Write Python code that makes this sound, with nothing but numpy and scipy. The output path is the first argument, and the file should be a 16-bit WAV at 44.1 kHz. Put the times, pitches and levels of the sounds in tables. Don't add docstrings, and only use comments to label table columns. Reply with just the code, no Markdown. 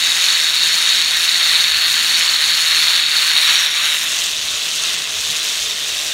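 import sys
import numpy as np
from scipy import signal
from scipy.fft import rfft, irfft
from scipy.io import wavfile
from scipy.ndimage import uniform_filter1d, minimum_filter1d

SR = 44100
rng = np.random.default_rng(int(sys.argv[2]) if len(sys.argv) > 2 else 0)


def dump(signal):
    limited = np.clip(np.atleast_2d(signal).T, -1, 1)
    pcm = np.round(limited * 32767).astype(np.int16)
    wavfile.write(sys.argv[1], SR, pcm)


N = 270581
TIME = np.arange(N) / SR

# (frequency [Hz], relative level [dB])
WIND_SPECTRUM = [(15, -37), (30, -26), (60, 4), (90, -7), (125, -6), (160, -3), (220, -1.5), (400, -2),
                 (600, -18.5), (1200, -23)]
# (time [s], level [dB], half-width [s], centre [Hz])
WIND_GUSTS = [(1.133, -50, .018, 150), (1.157, -45, 0.044, 68), (1.74, -48, 0.063, 62),
              (1.903, -52, .04, 110), (2.167, -49.5, 0.15, 250), (2.72, -50, .06, 62),
              (4.42, -52, 0.21, 60), (5.17, -47, .04, 75), (5.298, -44, 0.043, 80),
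              (5.3, -49.5, 0.036, 160), (5.315, -47, 0.025, 270), (5.63, -51, .04, 60),
              (5.94, -48, .04, 60)]
# (time [s], lower [dB], upper [dB])
CABLE_TONE_LEVELS = [(0, -59, -49.5), (2, -68, -51.5), (3.7, -57, -52), (4.5, -51.5, -46.5),
                     (5.87, -48.5, -49), (6.0, -48.5, -41)]
# (frequency [Hz], relative level [dB])
HISS_SPECTRUM = [(3500, -22.5), (4950, -3), (5250, 1.5), (5750, 0), (6050, -2), (6800, 2), (7600, -6.5),
                 (8200, -5.5), (9100, -6.5), (9600, -5), (10400, -11), (11400, -10), (13500, -17),
                 (15800, -17)]
HISS_TURNED_SPECTRUM = [(2650, -23.5), (4400, 3.5), (4950, -0.5), (5500, 1), (6600, 1), (7400, -4),
                        (8000, -3.5), (10000, -11.5), (11600, -16.5), (12600, -15), (15800, -21.5)]
ROAR_SPECTRUM = [(260, -60), (450, -26), (793, -18.5), (1000, -14), (1760, -2.5), (2500, -3.5),
                 (3020, -1.6), (3240, -2.5), (3500, -1.5), (4550, -21), (7700, -120)]
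ROAR_TURNED_SPECTRUM = [(260, -36.5), (450, -18), (499, -20.5), (618, -18), (740, -14), (879, -16.5),
                        (1070, -9.5), (1270, -9.5), (1640, -8.5), (2000, -7), (2380, -6), (2660, 0.5),
                        (2950, -1), (3500, 1.5), (4550, -38.5), (7700, -120)]
# (frequency [Hz], base width [Hz], gain [dB], share of lean gain [ratio])
PULLEY_MODES = [(3440, 61, -8, 0), (3796, 172, 0.4, -1), (4239, 170, -1.7, 0.97), (4453, 250, -3.5, 1.15)]
# (time [s], gain [dB])
LEAN_GAIN = [(0, 0.5), (2.5, 2), (3.3, 1.3), (3.75, -2), (4.3, -5), (6.14, 0)]
# (time [s], turn [0-1])
RIDER_TURN = [(0, 0.071), (3.85, .1), (4.02, 0.44), (4.27, 0.82), (6.14, .85)]
# (lightest moment [s], press [0-1], lift [0-1])
CABLE_BOUNCES = [(.42, .65, 0), (1.08, 0.45, 0.25), (1.73, .6, 0.27), (2.39, 0.47, 0.44),
                 (3.06, 0.46, 0.85), (3.72, 0.24, 1), (4.37, 0.6, 0.5), (5.06, 0.46, 0.72), (5.75, .5, 0.5)]
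# (time [s], pulley [dB], roar [dB], hiss [dB], hiss boost above 9 kHz [dB])
TROLLEY_LEVELS = [(0, -17.5, -21.5, -23, 0), (1.2, -17, -20.5, -23, 0.5), (1.55, -16, -20, -24.5, 2.5),
                  (1.85, -17, -20.5, -25, 4), (2.15, -17, -20, -23, 1), (3.1, -16.5, -19, -23.5, 2.5),
                  (3.5, -16, -18, -24.5, 4.5), (3.88, -19.5, -19.8, -24, 2.5), (4.1, -27, -23, -23.5, 1.5),
                  (4.4, -25.4, -25.5, -23.5, 0), (5.4, -26, -25, -23.5, 1), (6.14, -26.5, -26, -24.5, 1.5)]

START_STRANDS_PER_S, SLOWING_PER_S2 = 170, 2.9
PRESS_LEAD_S, PRESS_S, LIFT_S = 0.18, 0.12, 0.075
SURGE_LEAD_S, SURGE_S, SURGE_STRANDS_PER_S, LAG_STRANDS_PER_S = 0.12, 0.075, 13, 9
CHATTER_HZ = 22


def amp(db):
    return 10 ** (np.asarray(db) / 20)


def unit_rms(x):
    return x / np.sqrt(np.mean(x ** 2) + 1e-20)


def levelled(x, size=4000):
    return x / np.sqrt(abs(uniform_filter1d(x ** 2, size)) + 1e-12)


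def curve(rows, column=1):
    rows = np.asarray(rows)
    return np.interp(TIME, rows[:, 0], rows[:, column])


def swell(at_s, half_width_s):
    return np.exp(-((TIME - at_s) / half_width_s) ** 2)


def wander(hz):
    f = np.fft.rfftfreq(N, 1 / SR)
    return unit_rms(irfft(rfft(rng.standard_normal(N)) * np.exp(-(f / hz) ** 2), N))


def colour(x, spectrum, size=4096):
    hz, db = np.transpose(spectrum)
    f = abs(np.fft.fftfreq(size, 1 / SR))
    log_gain = np.log(amp(np.interp(np.log(f + 1), np.log(hz + 1), db)))
    response = np.fft.ifft(np.exp(np.conj(signal.hilbert(log_gain)))).real
    return unit_rms(signal.oaconvolve(x, response[:size // 2])[:N])


def resonate(x, hz, width_hz):
    return signal.lfilter(*signal.iirpeak(hz, hz / width_hz, SR), x)


def fuzzy_tone(x, hz, width_hz):
    return unit_rms(resonate(resonate(x, hz, width_hz), hz, width_hz))


def shimmer(x, depth_db, frames, bins, size=512):
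    window = dict(nperseg=size, noverlap=size - size // 4)
    spectra = signal.stft(x, **window)[2]
    patches = rng.standard_normal(spectra.shape[::-1]).T
    for _ in range(2):
        patches = uniform_filter1d(uniform_filter1d(patches, frames, axis=1), bins, axis=0)
    gain = unit_rms(amp(depth_db * unit_rms(patches)))
    return signal.istft(spectra * gain, **window)[1][:N]


def turning(before, after):
    turn = np.clip(curve(RIDER_TURN), 0, 1)
    correlation = np.mean(unit_rms(before) * unit_rms(after))
    power = 1 - 2 * turn * (1 - turn) * (1 - correlation)
    return ((1 - turn) * before + turn * after) / np.sqrt(power)


def bounce_db(press_db, lift_db):
    return sum(press_db * press * swell(at_s - PRESS_LEAD_S, PRESS_S)
               - lift_db * lift * swell(at_s, LIFT_S) for at_s, press, lift in CABLE_BOUNCES)


def strand_rate_hz():
    sway = sum(SURGE_STRANDS_PER_S * swell(at_s - SURGE_LEAD_S, SURGE_S)
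               - LAG_STRANDS_PER_S * swell(at_s, LIFT_S) for at_s, _, _ in CABLE_BOUNCES)
    return START_STRANDS_PER_S - SLOWING_PER_S2 * TIME + sway


def knocks(strands, jitter_s, spread_db):
    at = np.flatnonzero(np.diff(np.floor(strands)))
    late, force = rng.standard_normal((len(at), 2)).T
    at = np.clip(at + (late * jitter_s * SR).astype(int), 0, N - 1)
    impulses = np.zeros(N)
    impulses[at] = amp(spread_db * np.minimum(force, 1.5))
    return unit_rms(impulses)


def grit(strands, per_s, spread_db, floor, fade_strands):
    grains = (rng.random(N) < per_s / SR) * rng.choice([-1, 1], N)
    force = amp(spread_db * np.minimum(rng.standard_normal(N), 2.5))
    return unit_rms(grains * force * (floor + np.exp(-(strands % 1) / fade_strands)))


def wind():
    rush = amp(-48.5 + wander(12)) * colour(rng.standard_normal(N), WIND_SPECTRUM)
    for at_s, db, half_width_s, hz in WIND_GUSTS:
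        thump = fuzzy_tone(rng.standard_normal(N), hz, width_hz=60)
        rush += amp(db) * swell(at_s, half_width_s) * thump
    return signal.sosfilt(signal.butter(5, 35, "high", fs=SR, output="sos"), rush)


def cable(strands):
    phase = 2 * np.pi * strands
    hum = amp(-57.5 + 3.8 * wander(14)) * unit_rms(np.sin(phase) + amp(-6) * np.sin(2 * phase))
    lower = unit_rms(resonate(rng.standard_normal(N), hz=438, width_hz=27))
    upper = fuzzy_tone(rng.standard_normal(N), hz=628, width_hz=140)
    return hum + amp(curve(CABLE_TONE_LEVELS, 1)) * lower + amp(curve(CABLE_TONE_LEVELS, 2)) * upper


def flange(strands, peak_s=3.54, peak_db=-23, rise_db_per_s=60, fall_db_per_s=41):
    drive = grit(strands, per_s=3000, spread_db=7, floor=0.61, fade_strands=0.3)
    below_db = np.maximum(rise_db_per_s * (peak_s - TIME), fall_db_per_s * (TIME - peak_s))
    return amp(peak_db - below_db) * fuzzy_tone(drive, hz=5660, width_hz=330)


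def hiss(strands):
    ticks = amp(-13.5) * knocks(strands, jitter_s=0.0009, spread_db=10)
    drive = grit(strands, per_s=14000, spread_db=5, floor=1.02, fade_strands=0.46) + ticks
    crackle = levelled(turning(colour(drive, HISS_SPECTRUM), colour(drive, HISS_TURNED_SPECTRUM)))
    sizzle = signal.sosfiltfilt(signal.butter(3, 9000, "high", fs=SR, output="sos"), crackle)
    sizzle_db = curve(TROLLEY_LEVELS, 4) + bounce_db(press_db=-2, lift_db=1.8) + 0.5 * wander(90)
    crackle += (amp(sizzle_db) - 1) * sizzle
    flutter_db = 0.65 * wander(120) + 0.75 * wander(CHATTER_HZ)
    level_db = curve(TROLLEY_LEVELS, 3) + bounce_db(press_db=3, lift_db=4.5) + flutter_db
    return amp(level_db) * shimmer(crackle, depth_db=1.13, frames=9, bins=5)


def roar(strands):
    drive = grit(strands, per_s=7000, spread_db=2.5, floor=1.7, fade_strands=0.53)
    drive += amp(-12) * knocks(strands, jitter_s=0.00084, spread_db=8)
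    rush = turning(colour(drive, ROAR_SPECTRUM), colour(drive, ROAR_TURNED_SPECTRUM))
    level_db = curve(TROLLEY_LEVELS, 2) + bounce_db(press_db=2.5, lift_db=3) + 0.52 * wander(CHATTER_HZ)
    return amp(level_db) * shimmer(rush, depth_db=0.79, frames=15, bins=3)


def pulley_ring(drive, width_scale):
    lean_db = curve(LEAN_GAIN)
    modes = sum((-1) ** k * amp(db + share * lean_db) * resonate(drive, hz, width_hz * width_scale)
                for k, (hz, width_hz, db, share) in enumerate(PULLEY_MODES))
    plates = signal.butter(5, [2900, 4620], "band", fs=SR, output="sos")
    return levelled(signal.sosfilt(plates, modes))


def pulley(strands):
    hard = knocks(strands, jitter_s=0.0004, spread_db=4.5)
    hard += amp(0.3) * grit(strands, per_s=6000, spread_db=3.5, floor=0.44, fade_strands=0.52)
    soft = amp(-7) * knocks(strands, jitter_s=0.0008, spread_db=16)
    soft += grit(strands, per_s=4000, spread_db=4, floor=1.5, fade_strands=0.3)
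    ring = turning(pulley_ring(hard, width_scale=1), pulley_ring(soft, width_scale=3.5))
    level_db = curve(TROLLEY_LEVELS, 1) + bounce_db(press_db=2, lift_db=2.5) + 0.9 * wander(CHATTER_HZ)
    return amp(level_db) * shimmer(ring, depth_db=1.07, frames=22, bins=3)


def scene():
    strands = np.cumsum(strand_rate_hz() * (1 + 0.012 * wander(30))) / SR
    trolley = pulley(strands) + roar(strands) + hiss(strands) + flange(strands)
    return (trolley + cable(strands) + wind())[None]


def record(dry):
    max_gain = np.minimum(1, 0.97 / (abs(dry) + 1e-9))
    limited = dry * uniform_filter1d(minimum_filter1d(max_gain, size=61), size=61)
    low_pass = signal.firwin(1023, 15800, window=("kaiser", 9), fs=SR)
    return signal.oaconvolve(limited, low_pass[None], "same")


dry = scene()
out = record(dry)
dump(out)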